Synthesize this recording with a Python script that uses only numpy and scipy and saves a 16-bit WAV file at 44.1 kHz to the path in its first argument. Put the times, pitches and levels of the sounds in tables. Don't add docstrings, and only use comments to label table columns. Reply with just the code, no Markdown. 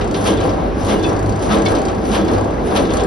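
import sys
import numpy as np
from scipy import signal
from scipy.fft import rfft, irfft
from scipy.io import wavfile
from scipy.ndimage import uniform_filter1d

SR = 44100
rng = np.random.default_rng(int(sys.argv[2]) if len(sys.argv) > 2 else 0)


def convert_level_to_amplitude(level_db):
    exponent = np.asarray(level_db, float) / 20
    return 10 ** exponent


def log_audio(samples):
    frames = np.atleast_2d(samples).T
    limited = np.clip(frames, -1, 1)
    pcm = np.round(limited * 32767).astype(np.int16)
    wavfile.write(sys.argv[1], SR, pcm)


N = 134946

# crush/dB, spray/dB, boom/dB, frame/dB
STROKES = [(-16, -6, 4.5, -2.5), (5, 8.5, -1, 0), (1.5, 5.5, -1, 1.5), (4, 7.5, 1.5, 2.5),
           (1.5, 5.5, -0.5, 1), (4, 7.5, 0.5, -0.5)]
STARTS_S = [-.625, 0.0, .632, 1.253, 1.877, 2.5]
# f/Hz, level/dB
CRUSH_TONE = [(250, -15.5), (600, 2.5), (1200, 0.5), (2000, -4), (3400, -1), (5000, -9.5), (8000, -13.5),
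              (12000, -23.5)]


def curve(table, at):
    p = np.array(table, float)
    return np.interp(np.log(at + 1), np.log(p[:, 0]), p[:, 1])


def shape(x, gain):
    return irfft(rfft(x) * gain(np.fft.rfftfreq(N, 1 / SR)), N)


def unit(x):
    return x / np.sqrt(np.mean(x ** 2))


def walk(rate):
    k = int(SR / rate)
    held = np.repeat(rng.standard_normal(N // k + 1), k)
    return unit(uniform_filter1d(uniform_filter1d(held, k), k)[:N])


def grains(tone, rough_db, flicker_db, rate):
    x = rfft(rng.standard_normal((2, N)) * convert_level_to_amplitude(rough_db * rng.exponential(size=N)))
    f = np.fft.rfftfreq(N, 1 / SR)
    out = 0
    for k in range(10):
        octave = np.cos(np.pi / 2 * np.clip(np.log2((f + 1) / 25) - k, -1, 1)) ** 2
        band = convert_level_to_amplitude(curve(tone, f)) * octave
        out = out + irfft(x * band, N) * convert_level_to_amplitude(flicker_db * walk(rate))
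    return unit(out)


def ring(x, hz, t60):
    return signal.lfilter([1], [1, -np.exp((2j * np.pi * hz - np.log(1000) / t60) / SR)], x).imag


def burst(at, decay, rise=0.0043):
    t = np.maximum(np.arange(N) / SR - at, 0)
    return np.exp(-t / decay) * np.minimum(t / rise, 1)


def effort(table, column):
    t, p = np.arange(N) / SR, np.array(table, float)
    power = 0
    for start, stroke in zip(STARTS_S, STROKES):
        level_db = np.interp(t - start, p[:, 0], p[:, 1], left=-90, right=-90)
        power = power + convert_level_to_amplitude(2 * (level_db + stroke[column]))
    return np.sqrt(power)


def press():
    # t/s after its start, level/dB
    crush_effort = [(.1, -67), (.17, -43.5), (.235, -42.5), (.262, -26), (.295, -29), (.325, -35),
                    (.39, -43.5), (.47, -38.5), (.58, -53)]
    spray_effort = [(.08, -90), (.17, -43), (.24, -45.5), (.275, -33), (.32, -46), (.39, -60), (.46, -42),
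                    (.5, -69), (.58, -68)]
    boom_effort = [(.15, -30), (.24, -21.5), (.32, -18), (.385, -29.5), (.42, -20), (.5, -19.5), (.58, -24),
                   (.7, -29.5), (.8, -43.5)]
    # f/Hz, level/dB
    spray_tone = [(1500, -30), (3000, -14), (5000, -5), (8000, -1.5), (10000, -0.5), (12500, -9.5)]
    boom_tone = [(60, -30), (150, -13), (300, 0), (500, -0.5), (800, -9.5), (1300, -16), (2500, -30.5),
                 (6000, -42.5)]
    crush = effort(crush_effort, column=0) * grains(CRUSH_TONE, rough_db=2.5, flicker_db=2.2, rate=60)
    spray = effort(spray_effort, column=1) * grains(spray_tone, rough_db=1.5, flicker_db=3.0, rate=36)
    boom = effort(boom_effort, column=2) * grains(boom_tone, rough_db=3, flicker_db=1.1, rate=20)
    return crush + spray + boom


def frame():
    # f/Hz, width/Hz, level/dB, struck t/s into the stroke, decay/s
    resonances = [(101.66, 22, -26, 0.388, 0.2), (207.5, 29, -20, 0.2206, 0.15),
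                  (319.6, 15, -21, 0.289, 0.19), (448.4, 17, -23.5, 0.252, 0.13),
                  (553.5, 11, -26.5, 0.265, 0.1), (786, 10, -28, 0.428, 0.15),
                  (1010, 30, -33.5, .27, 0.093), (1618, 42, -40.5, .3, 0.28)]
    rise_s, rough_share = 0.024, 0.52
    push, t = rng.standard_normal((2, N)), np.arange(N) / SR
    out = 0
    for hz, width, db, at, decay in resonances:
        shake = sum(convert_level_to_amplitude(stroke[3]) * burst(start + at, decay, rise_s)
                    for start, stroke in zip(STARTS_S, STROKES))
        steady = np.sin(2 * np.pi * (hz * t + 0.08 * walk(12) + np.array([[0], [.25]])))
        rough = unit(ring(push, hz, 2.24 / width))
        out = out + convert_level_to_amplitude(db) * shake * (steady + rough_share * rough)
    return out


def fingers():
    # f/Hz, level/dB, t60/s
    modes = [(2223, 0, .06), (2900, -9, .03), (3482, 0, .07), (3591, -6, .05), (3390, -9, .04),
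             (4105, -2, .08), (4560, -2, .04), (4700, -2, .04), (5319, -6, .05), (5480, -6, .03)]
    # t/s, ring/dB, low modes/dB, high modes/dB, crack/dB
    clacks = [(.4095, -42, -12, 5, -29), (1.038, -31, -16, -3, -30), (1.659, -31, -6, 4, -22),
              (2.2812, -34, -2, 0, -33), (2.7604, -38, -16, -1, -18), (2.9083, -40, -8, -15, -31),
              (2.997, -36, -4, -2, -26)]
    contact_s, crack_s = .0015, 0.015
    out, crack, t = np.zeros((2, N)), np.zeros(N), np.arange(SR // 18) / SR
    chatter_db = np.tile(1.8 * walk(160), 2)
    envelope = np.minimum(t / contact_s, 1) * np.cos(np.pi / 2 * t / t[-1])
    for s, db, low_db, high_db, crack_db in clacks:
        luck, at = rng.random((len(modes), 3)), int(s * SR)
        for (hz, mode_db, t60), (turn, other, size) in zip(modes, luck):
            share_db = low_db if hz < 3000 else high_db if hz > 3700 else 0
            level_db = db + mode_db + share_db + 3 * size + chatter_db[at:at + len(t)] - 60 * t / t60
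            tone = np.sin(2 * np.pi * (hz * t + np.array([[turn], [other]])))
            out[:, at:at + len(t)] += (convert_level_to_amplitude(level_db) * envelope * tone)[:, :N - at]
        crack += convert_level_to_amplitude(crack_db) * burst(s, crack_s, contact_s)
    return out + crack * grains(CRUSH_TONE, rough_db=2, flicker_db=0, rate=5)


def pings():
    # t/s, f/Hz, level/dB,
    # t60/s
    rods = [(.335, 3200, -33, .1), (.342, 2500, -30, .05), (0.39, 3850, -35, 0.12), (.372, 3500, -37, .6),
            (.42, 2560, -41, 0.092), (.905, 2150, -30, 0.11), (1.045, 2580, -33, 0.22),
            (.95, 2900, -34, 0.22), (.985, 3470, -42, .3), (.996, 3480, -35, .2), (1.038, 3490, -26, .15),
            (1.09, 5570, -37, .15), (1.502, 1293, -23, 0.41), (1.525, 1870, -31, .2),
            (1.667, 4105, -27, .08), (1.659, 4640, -26, .05), (1.664, 3490, -25, .08),
            (1.658, 2223, -21, .085), (1.66, 5420, -31, .05), (2.286, 3400, -34, .07),
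            (2.298, 3490, -33, .12), (2.29, 4120, -38, .12), (2.284, 5300, -38, .05),
            (2.36, 2100, -42, .15), (1.9, 2800, -34, .06), (2.21, 3400, -37, .08)]
    # t/s, f/Hz, level/dB, t60/s
    thumps = [(.3, 203, -17.5, 0.33), (.9, 289, -19, 0.27), (.94, 220, -21, .3), (1.041, 430, -20, .3),
              (1.3, 205, -22, 0.34), (1.54, 453, -22, .3), (1.66, 399, -22, 0.28), (1.74, 330, -20, .3),
              (1.84, 381, -22, 0.33), (2.16, 298, -21, 0.33), (2.201, 203, -19, 0.32),
              (2.77, 554, -18, 0.35), (.46, 97, -19, .4), (.92, 96, -20, .4), (1.74, 103, -19, .4),
              (2.26, 102, -19, .4), (2.88, 96, -20, .4)]
    struck = rods + thumps
    out, t = np.zeros((2, N)), np.arange(SR // 14) / SR
    chatter_db = np.tile(2.5 * walk(120), 2)
    for (s, hz, db, t60), turn in zip(struck, rng.random((len(struck), 2, 1))):
        at = int(s * SR)
        level = convert_level_to_amplitude(db + chatter_db[at:at + len(t)] - 60 * t / t60)
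        envelope = np.minimum(t / (.003 + 3 / hz), 1) * np.cos(np.pi / 2 * t / t[-1])
        phase = turn[0] + (turn - turn[0]) * min(hz / 2000, 1)
        out[:, at:at + len(t)] += level * envelope * np.sin(2 * np.pi * (hz * t + phase))
    return out


def knocks():
    # t/s, level/dB, centre f/Hz, decay/s
    ticks = [(.008, -28.5, 3270, 0.021), (0.141, -25.5, 3600, 0.021), (.49, -27.5, 4700, 0.0081),
             (0.809, -33, 5130, 0.018), (0.893, -25, 2140, 0.019), (1.031, -27, 3900, 0.017),
             (1.088, -34, 5500, 0.014), (.845, -27, 10000, 0.018), (.92, -31, 10000, 0.022),
             (1.688, -35, 10000, 0.025), (1.424, -33.5, 5030, 0.018), (1.489, -29, 1400, 0.025),
             (1.691, -49, 2460, 0.025), (1.747, -29, 4900, 0.019), (1.765, -30.5, 3600, 0.01),
             (1.882, -28, 3450, 0.012), (2.05, -33.5, 5500, 0.018), (2.1126, -26, 4040, 0.0092),
             (2.145, -20.5, 2920, 0.016), (2.3311, -31.5, 5040, 0.017), (2.669, -34, 4500, 0.013),
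             (2.709, -30, 4000, 0.009), (2.849, -26, 4000, 0.0071)]
    out = np.zeros((2, N))
    noise = signal.lfilter([1, -1], [1, -.8], rng.standard_normal((2, N)))
    for s, db, hz, decay in ticks:
        part = slice(int(s * SR), int(s * SR) + SR // 8)
        tone = unit(ring(noise[:, part], hz, 2.8 / hz)) + 0.13 * noise[:, part]
        out[:, part] += convert_level_to_amplitude(db) * burst(s, decay)[part] * tone
    return out


def chain():
    # f/Hz, t60/s, level/dB
    link = [(4680, 0.016, -7), (5200, .006, -14), (7240, 0.0019, 2.5), (8330, .004, -14.5)]
    # t/s, level/dB
    slap = [(0, -34), (.22, -32), (.5, -37), (.7, -62), (.85, -33.5), (1.1, -34.5), (1.25, -36),
            (1.72, -31.5), (1.85, -30.5), (2.0, -45.5), (2.36, -33.5), (2.6, -50), (2.85, -41.5),
            (2.95, -26), (3.06, -34)]
    start_s, spacing_s, decay_s, scatter_db = .0110, .03287, .006, 2.0
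    times, p, ticks = np.arange(start_s, N / SR, spacing_s), np.array(slap, float), np.zeros(N)
    luck = rng.standard_normal((len(times), 2))
    at = np.clip((times + .002 * luck[:, 0]) * SR, 0, N - 1).astype(int)
    ticks[at] = convert_level_to_amplitude(np.interp(times, p[:, 0], p[:, 1]) + scatter_db * luck[:, 1])
    gate = signal.lfilter([1], [1, -np.exp(-1 / SR / decay_s)], ticks)
    noise = rng.standard_normal((2, N))
    return gate * sum(convert_level_to_amplitude(db) * unit(ring(noise, hz, t60)) for hz, t60, db in link)


def echo(x):
    t60_s, level_db = 0.18, -6
    t = np.arange(SR // 2) / SR
    tail = rng.standard_normal((2, len(t))) * np.exp(-np.log(1000) * t / t60_s) * (t > .004)
    tail = tail / np.sqrt(np.sum(tail[0] ** 2))
    return x + convert_level_to_amplitude(level_db) * signal.fftconvolve(x, tail, axes=1)[:, :N]


def hall():
    # f/Hz, level/dB rms, wobble/dB
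    motor = [(50.3, -33, 2), (101.5, -35.5, 7.5)]
    # f/Hz, level/dB
    rumble_tone = [(25, -32), (50, 2), (130, -4.5), (300, 0), (550, -6.5), (1200, -19.5), (2500, -30),
                   (11000, -45.5)]
    t, hum = np.arange(N) / SR, 0
    for hz, db, wobble_db in motor:
        level = np.sqrt(2) * convert_level_to_amplitude(db + wobble_db * walk(11.0))
        hum = hum + level * np.sin(2 * np.pi * (hz * t + 0.12 * walk(5.98)))
    rumble = convert_level_to_amplitude(-20) * grains(rumble_tone, rough_db=1.5, flicker_db=1.1, rate=22)
    return rumble + hum * np.array([[1], [.6]])


def scene():
    # f/Hz, width/Hz, level/dB
    hall_peaks = [(635, 27, 1), (777, 34, 4.5), (1006, 27, 2.5), (1132, 36, 3), (1315, 27, 3.5), (1424, 77, -1),
                  (1613, 64, 3.5), (1840, 50, -1.5), (1940, 22, 1)]

    def hall_gain(f):
        return convert_level_to_amplitude(sum(db * np.exp(-((f - hz) / w) ** 2) for hz, w, db in hall_peaks))

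    return shape(hall() + press(), hall_gain) + frame() + echo(fingers() + pings() + knocks() + chain())


def starve(x, keep):
    sharp_s = [.889, 1.028, 1.284, 1.655, 1.678, 1.84, 2.33, 2.768]
    f, t, z = signal.stft(x, SR, nperseg=1024)
    luck = rng.random((172, len(t) // 3 + 1))
    luck = np.repeat(np.repeat(luck, 3, axis=0), 3, axis=1)[:len(f), :len(t)]
    sharp = np.min(np.abs(t[:, None] - np.array(sharp_s)), axis=1) < .012
    sharp = sharp & (f[:, None] < 11750)
    passes = (luck < curve(keep, f)[:, None]) | sharp
    return signal.istft(z * passes, SR, nperseg=1024)[1][:N]


def roll_off(x):
    return signal.sosfilt(signal.butter(12, 12090, fs=SR, output="sos"), x)


def record(dry):
    # f/Hz, level/dB
    sum_tone = [(20, 1), (6100, 0), (6900, -12), (7200, -22), (8300, -19.5), (8600, -8), (9500, -3),
                (11900, -3)]
    diff_tone = [(40, 0), (100, -15.5), (300, -9), (800, 0.5), (3400, -3), (7000, -1), (9300, -3.5),
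                 (10500, -26)]
    # f/Hz, width/Hz, level/dB
    diff_dips = [(2450, 330, -5.5), (4750, 710, -7.5)]
    # f/Hz, lean toward the left [-1 to 1], negative toward the right
    lean_left = [(30, -1), (100, -0.21), (300, -0.12), (1000, 0.37), (2500, 0.11), (8000, 0.3)]
    # f/Hz, share of the time a band survives [0-1]
    keep_sum = [(6300, 1), (6750, .15), (6950, 0), (8300, 0), (8700, .2), (8900, .2), (9050, .75),
                (9600, .86), (11250, .86), (11700, 0)]
    keep_diff = [(2000, 1), (2450, .3), (2950, 1), (3600, 1), (4800, .08), (6500, 1), (9100, 1), (9900, 0)]
    ceiling = 1.05

    def lean(f):
        return np.clip(curve(lean_left, f), -.95, .95)

    def diff_gain(f):
        dips_db = sum(db * np.exp(-((f - hz) / w) ** 2) for hz, w, db in diff_dips)
        return convert_level_to_amplitude(curve(diff_tone, f) + dips_db)

    other = shape(dry[0], lean) + shape(dry[1], lambda f: np.sqrt(1 - lean(f) ** 2))
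    mid = shape(dry[0], lambda f: convert_level_to_amplitude(curve(sum_tone, f)))
    side = shape(other, diff_gain)
    left, right = ceiling * np.tanh(np.array([mid + side, mid - side]) / ceiling)
    mid = starve((left + right) / 2, keep_sum)
    side = starve((left - right) / 2, keep_diff)
    return roll_off(np.array([mid + side, mid - side]))


dry = scene()
out = record(dry)
log_audio(out)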